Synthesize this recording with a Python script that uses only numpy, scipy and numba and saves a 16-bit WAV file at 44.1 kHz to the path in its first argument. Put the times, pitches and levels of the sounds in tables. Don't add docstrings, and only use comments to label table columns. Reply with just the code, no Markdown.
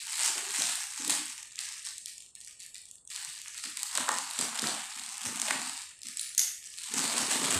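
import sys
import numpy as np
from scipy import signal
from scipy.fft import rfft, irfft, next_fast_len
from scipy.io import wavfile
from scipy.ndimage import uniform_filter1d
from numba import njit

SR = 44100
rng = np.random.default_rng(int(sys.argv[2]) if len(sys.argv) > 2 else 0)


def store_wav(level_fs):
    pcm = np.round(np.clip(np.atleast_2d(level_fs), -1, 1) * 32767)
    wavfile.write(sys.argv[1], SR, pcm.T.astype(np.int16))


N = 334702

# frequency in Hz, level in dB per Hz.
CREASE_COLOUR = [(1470, -24.5), (2500, -12.5), (3830, -5.5), (4170, -5), (5870, -7), (8200, 1.5),
                 (8730, -2), (13700, -24.5), (14900, -23.5), (16000, -47)]


def undb(db):
    return 10 ** (np.asarray(db) / 20)


def unit(x):
    return x / np.sqrt(np.mean(x ** 2))


def on_log(table, hz):
    f, db = np.transpose(table)
    return np.interp(np.log(hz + 1), np.log(f), db)


def colour(x, table):
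    gain_db = np.maximum(on_log(table, np.fft.rfftfreq(4096, 1 / SR)), -70)
    cepstrum = irfft(np.log(undb(gain_db)))
    cepstrum[1:2048] *= 2
    cepstrum[2049:] = 0
    response = irfft(np.exp(rfft(cepstrum)))[:2048]
    return signal.fftconvolve(x, response)[:len(x)]


def band(x, lo_hz, hi_hz):
    return signal.sosfilt(signal.butter(2, [lo_hz, hi_hz], "band", fs=SR, output="sos"), x)


@njit
def resonate(x, hz, width):
    y, b, l = np.empty(len(x)), 0., 0.
    for i in range(len(x)):
        g, k = np.tan(np.pi * hz[i] / SR), width / hz[i]
        v = (b + g * (x[i] - l)) / (1 + g * (g + k))
        b, l, y[i] = 2 * v - b, l + 2 * g * v, k * v
    return y


def walk(rate):
    k = int(SR / rate)
    held = np.repeat(rng.standard_normal(N // k + 1), k)[:N]
    return 1.44 * uniform_filter1d(held, k)


def place(seconds, sounds):
    out = np.zeros(N + sounds.shape[1])
    starts = (np.asarray(seconds) * SR).astype(int)
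    np.add.at(out, starts[:, None] + np.arange(sounds.shape[1]), sounds)
    return out[:N]


def film(fine_db, medium_db, large_db, box_db, box_hz):
    # share of box pitch, width in Hz, level in dB.
    box_modes = [(0.99, 52, 2.5), (0.634, 70, -9.5), (1.47, 100, -9.5)]
    runs, box_hz = undb(1.97 * walk(30)), np.clip(box_hz, 190, 420)
    flip_rate = np.clip(1500 * undb(0.64 * (fine_db + 35)), 100, 6000)
    flips = runs * crackle(flip_rate, spread_db=2.0, tau_s=0.00045)
    heavy = 0.73 * flips + 0.67 * runs * crackle(500, spread_db=3.0, tau_s=0.0019)
    patch_hz = np.clip(4200 * undb(1.97 * walk(25)), 2000, 6000)
    patch = unit(resonate(flips, patch_hz, 980.0))
    fine = unit(colour(band(flips + 0.34 * patch, 3830, 22000), CREASE_COLOUR))
    medium = unit(band(heavy, 1369, 2975))
    large = unit(band(band(heavy, 640, 1880), 424, 3800))
    wrap = undb(fine_db - 3.5) * fine + undb(medium_db) * medium + undb(large_db) * large

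    push = crackle(400, spread_db=2.0, tau_s=0.0024)
    hollow = sum(undb(db) * unit(resonate(push, share * box_hz, 1. * width))
                 for share, width, db in box_modes)
    return wrap, undb(box_db - 2.0) * unit(band(hollow, 110, 680))


def crackle(rate, spread_db, tau_s):
    when, size = rng.random((2, N))
    loudness = undb(np.minimum(-spread_db * np.log(size + 1e-9), 24))
    flips = (when < rate / SR) * loudness / np.sqrt(rate)
    decaying = signal.lfilter([1], [1, -np.exp(-1 / (tau_s * SR))], flips)
    return unit(decaying * rng.standard_normal(N))


def hands():
    # peak time in seconds, fine creases in dB,
    # seconds per 10 dB rise, seconds per 10 dB fall, large folds minus fine in dB.
    tugs = [(0.0, -39, .02, 0.2, -20), (.15, -33.5, 0.1, 0.38, -18), (.27, -30, 0.13, .12, -13.5),
            (.39, -33, .06, .2, -14.5), (.56, -29.5, .08, 0.27, -16.5), (.9, -38, 0.06, 0.3, -20),
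            (1.02, -36.5, 0.05, 0.21, -17), (1.099, -27, 0.0258, .07, -14.5), (1.17, -39, 0.03, .22, -14),
            (1.6, -39.5, 0.03, 0.15, -19.5), (1.709, -38, 0.04, 0.1248, -16),
            (1.865, -39.5, .07, 0.09, -28), (1.99, -49, 0.1, 0.1, -30), (2.09, -46, 0.1, 0.08, -40)]
    fidgets = [(2.17, -53, .05, .1, -26), (2.3, -57, .05, .03, -26), (2.36, -50, .006, .06, -26),
               (2.43, -52.5, .03, .1, -30), (2.48, -49, .05, 0.078, -21), (2.606, -42.5, .015, 0.065, -25),
               (2.75, -41.5, .01, 0.071, -39.5), (2.88, -56, .04, .05, -30)]
    cuts = [(3.105, -38, .012, .35, -15), (3.3, -34, .055, 0.039, -18), (3.51, -43, .12, 0.18, -17),
            (3.64, -37, .12, .14, -19), (3.77, -38, .01, .17, -16), (3.99, -36, .1, 0.087, -8),
            (4.089, -33.5, .015, 0.28, -8.5), (4.419, -33, 0.11, 0.084, -12),
            (4.57, -36.5, 0.042, 0.12, -12), (4.64, -34, 0.089, 0.19, -7), (4.86, -39.5, .15, 0.33, -15.5),
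            (5.08, -41.5, .3, .3, -10.5), (5.26, -33.5, .04, 0.11, -10.5), (5.5, -33.5, .3, .2, -9),
            (5.75, -42, 0.36, 0.21, -18)]
    pulls = [(6.05, -39, .015, 0.11, -24), (6.2, -41, .035, 0.16, -21), (6.3, -46, .2, .2, -24),
             (6.385, -36, .006, 0.024, -18), (6.41, -41, 0.0089, .16, -18), (6.72, -46.5, .3, 0.22, -39),
             (6.87, -39, 0.18, .1, -33), (6.94, -32.5, 0.049, 0.65, -10.5), (7.19, -32, .1, .15, -10),
             (7.36, -33, .1, .3, -11), (7.5, -31, 0.38, .25, -9.5)]
    # start in seconds, level in dB, held seconds, box pitch in Hz.
    presses = [(.14, -61, 0.11, 350), (.27, -54, 0.23, 392), (.6, -50, .04, 288), (.9, -68, .01, 400),
               (1.01, -50, 0.16, 287), (3.65, -54, .01, 300), (3.77, -64, .01, 280), (3.97, -46, .03, 253),
               (4.09, -57.5, 0.13, 257), (4.4, -47, 0.027, 250), (4.63, -44.5, 0.032, 245),
               (4.96, -61, 0.13, 233), (5.25, -50, 0.14, 238), (5.52, -50, .12, 252),
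               (6.05, -57.5, 0.057, 263), (6.4, -56, 0.017, 338), (6.931, -44.5, 0.11, 254),
               (7.14, -42.5, 0.16, 255), (7.36, -43, .2, 264)]

    s, db, rise, fall, large = np.transpose(tugs + fidgets + cuts + pulls)
    moves = swells(s, rise, 0, fall)
    medium = -7.5 + .15 * large
    folds = [to_db(moves @ undb(2 * (db + under))) for under in (0, medium, large)]

    s, db, hold, hz = np.transpose(presses)
    press = swells(s, rise_s=0.019, hold_s=hold, fall_s=0.067) * undb(2 * db) + 1e-30
    press_power = press.sum(axis=1)
    pitch = press @ hz / press_power
    box_hz = np.interp(np.arange(N) / SR * 1000, np.arange(len(pitch)), pitch)
    return *folds, to_db(press_power), box_hz


def swells(s, rise_s, hold_s, fall_s):
    late = np.arange(0, N / SR + .002, .001)[:, None] - s
    rising = np.maximum(-late, 0) / np.maximum(rise_s, .004)
    falling = np.maximum(late - hold_s, 0) / np.maximum(fall_s, .01)
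    return undb(-20 * (rising + falling))


def to_db(power):
    return np.interp(np.arange(N) / SR * 1000, np.arange(len(power)), 10 * np.log10(power + 1e-10))


def snaps():
    # start in seconds, peak in dB, low pop minus peak in dB.
    tug_snaps = [(0.1548, -19, -26), (0.1994, -17.5, -24), (0.2606, -13.5, -25.5), (0.38, -18, -23),
                 (0.5062, -20, -23), (0.62, -13, -25.5), (0.6714, -18, -25), (0.723, -20, -23),
                 (0.7547, -18, -22), (0.8393, -21, -24), (0.9113, -24, -18), (0.9767, -23, -18.5),
                 (1.0211, -18.5, -23), (1.047, -19, -20), (1.0779, -13.5, -25), (1.097, -11, -22),
                 (1.1056, -12, -22), (1.256, -22, -24), (1.2815, -23.5, -24.5), (1.3014, -25, -22),
                 (1.4287, -28.5, -26), (1.5222, -30, -21), (1.557, -25, -31), (1.5898, -15, -32),
                 (1.6881, -24, -19), (1.8702, -24.5, -16), (1.8877, -21, -31), (1.9807, -22, -37),
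                 (2.0582, -39, -22), (2.0584, -20, -37)]
    hold_snaps = [(2.1345, -37, -28), (2.1799, -29, -42), (2.2044, -32, -36), (2.2218, -34, -27),
                  (2.2618, -37, -27), (2.2902, -41, -34), (2.3077, -41, -33), (2.3521, -26.5, -26),
                  (2.4044, -29, -36), (2.4124, -30, -37), (2.4473, -29.5, -34), (2.4744, -34, -22),
                  (2.5092, -35, -23), (2.5262, -35, -19), (2.602, -28, -30), (2.6294, -30, -23),
                  (2.6628, -26, -29), (2.7442, -27.5, -29), (2.7806, -31, -32), (2.8165, -34, -31),
                  (2.8544, -31, -32), (2.8873, -36, -21), (2.9118, -30, -28), (2.9552, -35, -21),
                  (2.9826, -39, -14), (3.0515, -34, -37.5), (3.0749, -28.5, -35), (3.1018, -27, -27)]
    cut_snaps = [(3.1608, -20.5, -25), (3.2481, -21, -16), (3.4162, -25.5, -30), (3.5449, -26, -21),
                 (3.6387, -19, -16.5), (3.7714, -16, -32), (3.8307, -16.5, -21), (3.9515, -19, -18),
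                 (3.9739, -11.5, -23), (4.0899, -28, 1), (4.0894, -9.5, -14.5), (4.1171, -18, -18),
                 (4.1849, -14.5, -27), (4.3022, -24, -23), (4.3103, -21, -25), (4.3346, -24, -23.5),
                 (4.369, -23, -21), (4.389, -17, -17), (4.4109, -15, -18), (4.5606, -24.5, -16),
                 (4.594, -13, -24), (4.6197, -15.5, -17), (4.6708, -14.5, -24), (4.9956, -25, -22),
                 (5.1697, -29, -26), (5.1797, -20, -24.5), (5.2326, -23, -21), (5.2535, -23, -18)]
    pull_snaps = [(5.3582, -22, -20), (5.3986, -16, -20), (5.4167, -10, -27), (5.454, -20, -17),
                  (5.5079, -12.5, -8.5), (5.56, -23, -17.5), (5.5967, -24, -13), (5.6954, -22.5, -25),
                  (5.7767, -22.5, -34), (5.8177, -25, -31), (6.0174, -28.5, -36.5), (6.0323, -24.5, -37),
                  (6.0691, -24, -31), (6.085, -23, -22), (6.1704, -21, -34), (6.1943, -19, -33),
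                  (6.3484, -25, -25), (6.3782, -15, -35), (6.6408, -29, -35), (6.6725, -31, -32),
                  (6.7393, -29, -34), (6.774, -32, -20), (6.7855, -27, -27), (6.841, -25, -26),
                  (6.9182, -25, -15), (6.9386, -15.5, -24), (6.992, -14.5, -18), (7.0778, -16.5, -24.5),
                  (7.1806, -13, -22), (7.357, -20, -16)]
    s, db, low_db = np.transpose(tug_snaps + hold_snaps + cut_snaps + pull_snaps)
    length = 512
    t, f = np.arange(length) / SR, np.fft.rfftfreq(length, 1 / SR)
    chance = rng.standard_normal((len(s), 2 * length + 2))
    decay_s = 0.00074 * undb(4.0 * chance[:, -2:-1])
    burst = chance[:, :length] * np.exp(-t / decay_s)
    bright_hz = 6500 * undb(5.5 * chance[:, -1:])
    hump_db = 2.9 * np.exp(-(np.log((f + 1) / bright_hz) / 0.38) ** 2)
    lean = undb(on_log(CREASE_COLOUR, f) * 0.96 + hump_db)
    delay = np.exp(-2j * np.pi * f * 24 / SR)
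    high = irfft(rfft(burst) * lean * delay)
    low = band(chance[:, length:-2] * np.exp(-t / 0.0026), 790, 1900)
    high = high / np.abs(high).max(axis=1, keepdims=True)
    low = low / np.abs(low).max(axis=1, keepdims=True)
    return place(s, undb(db)[:, None] * (high + undb(low_db)[:, None] * low))


def scissors():
    # start in seconds, level in dB, part that rings (0 tip, 1 blades).
    clinks = [
        (6.195, -29, 0),
        (6.211, -28.5, 0),
        (6.379, -17, 1),
        (6.389, -27.5, 1),
        (6.393, -17, 1),
        (6.401, -21, 1),
        (6.411, -30, 1),
    ]
    # frequency in Hz, level in dB, seconds to fall 60 dB.
    tip_modes = [(9500, -3.5, 0.016), (7240, -3.5, 0.014), (13260, -16, .03), (10700, -12, .01)]
    blade_modes = [(6300, 0, .012), (6800, 0, .012), (7400, -2, .012), (8200, -4, .01), (9700, -8, .01),
                   (10800, -6, .012), (13200, -19, .01), (5400, -16, .008), (2150, -15, .012)]
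    t, rows = np.arange(4096) / SR, []
    for _, db, which in clinks:
        modes = np.array([tip_modes, blade_modes][int(which)])
        hz, mode_db, t60 = modes[:, :, None].transpose(1, 0, 2)
        chance = rng.standard_normal(hz.shape)
        strike = undb(mode_db + 1.4 * chance)
        hz = hz * (1 + 0.024 * chance[::-1])
        ring = (strike * np.sin(2 * np.pi * hz * t) * undb(-60 * t / t60)).sum(axis=0)
        chatter = rng.standard_normal(len(t)) * np.exp(-t / 0.0024)
        ringing = signal.fftconvolve(ring, chatter)[:len(t)]
        sound = 0.21 * ringing + 0.93 * band(chatter, 5500, 11000)
        rows.append(undb(db) * band(band(sound, 2400, 14000), 1500, 14500))
    return place([c[0] for c in clinks], np.array(rows))


def knocks():
    # start in seconds, level in dB, pitch in Hz, seconds to fall 60 dB.
    raps = [
        (4.082, -31, 1100, .015),
        (4.091, -25, 950, .025),
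        (4.104, -39, 1250, .08),
        (5.507, -27, 1950, .025),
        (4.64, -35, 1450, .03),
    ]
    t, rows = np.arange(4096) / SR, []
    for _, db, hz, t60 in raps:
        burst = rng.standard_normal(len(t)) * undb(-60 * t / t60)
        rows.append(unit(band(burst, hz / 1.3, hz * 1.3)) * undb(db - 12))
    return place([k[0] for k in raps], np.array(rows))


def thuds():
    # start in seconds, level in dB, pitch in Hz.
    bumps = [
        (7.555, -34, 89),
        (5.26, -45.5, 103),
        (3.27, -55, 140),
    ]
    s, db, hz = np.array(bumps)[:, :, None].transpose(1, 0, 2)
    t = np.arange(8192) / SR
    return place(s[:, 0], undb(db) * np.sin(2 * np.pi * hz * t) * t / .012 * np.exp(1 - t / 0.0086))


def room(x, count):
    t60_s, echo_db = 0.54, -3.0
    t, size, wet = np.arange(SR // 2) / SR, next_fast_len(N + SR // 2), 0
    spot = np.arange(N) / SR * 9 % count
    for k in range(count):
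        distance = np.abs((spot - k + count / 2) % count - count / 2)
        share = np.cos(np.pi / 2 * np.minimum(distance, 1))
        density = np.clip((t / .03) ** 2, .01, 1)
        noise = rng.standard_normal(len(t)) * (rng.random(len(t)) < density) * (t > .003)
        dull = signal.lfilter([.35], [1, -.65], noise)
        tail = dull * undb(-60 * t / t60_s) + (noise - dull) * undb(-60 * t / (0.72 * t60_s))
        wet = wet + rfft(x * share, size) * rfft(tail / np.sqrt(np.sum(tail ** 2)), size)
    return x + undb(echo_db) * irfft(wet, size)[:N]


def scene():
    wrap, box = film(*hands())
    close, far = box + thuds(), scissors()
    echoing = room(wrap + snaps() + knocks() + far + 0.66 * close, count=4)
    return (echoing + 0.82 * close - 0.1 * far)[None]


def suppress(x, depth_db, hold, steep):
    # frequency in Hz, level in dB per third octave.
    learnt_hum = [(100, -67), (250, -68.5), (480, -60.5), (750, -57.5), (1100, -66), (1500, -60),
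                  (1800, -70), (3000, -68.5), (4500, -63), (8000, -65), (13000, -70)]
    f, _, z = signal.stft(x, SR, nperseg=1024, noverlap=768)
    third_octave = .23 * f[:, None] / f[1] * 4 / 3
    power = uniform_filter1d(np.abs(z) ** 2, size=3, axis=0) * third_octave
    recent = signal.lfilter([1 - hold], [1, -hold], power, axis=1)
    ripple_db = 2.6 * unit(uniform_filter1d(rng.standard_normal(len(f)), size=3))
    over = np.abs(recent) / undb(2 * (on_log(learnt_hum, f) + ripple_db))[:, None]
    gain = np.maximum(over ** steep / (1 + over ** steep), undb(depth_db))
    return signal.istft(z * gain, SR, nperseg=1024, noverlap=768)[1][:N]


def air():
    # frequency in Hz, level in dB per Hz.
    hum_colour = [(15, -46), (25, 2.5), (92, 0), (253, -8), (335, -10.5), (524, -10.5), (1300, -16),
                  (1690, -53), (2860, -120)]
    softer_top = hum_colour[:-2] + [(3000, -38), (16000, -60)]
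    hum = undb(-74.5) * unit(colour(rng.standard_normal(N), softer_top))
    return band(hum, 35, 19000)


def roll_off(x):
    return signal.sosfilt(signal.butter(12, 16660, fs=SR, output="sos"), x)


def record(dry):
    hum = air()
    cleaned = suppress(band(dry[0], 81, 19000), depth_db=-38, hold=0.75, steep=1.8)
    return roll_off((cleaned + hum)[None])


dry = scene()
out = record(dry)
store_wav(out)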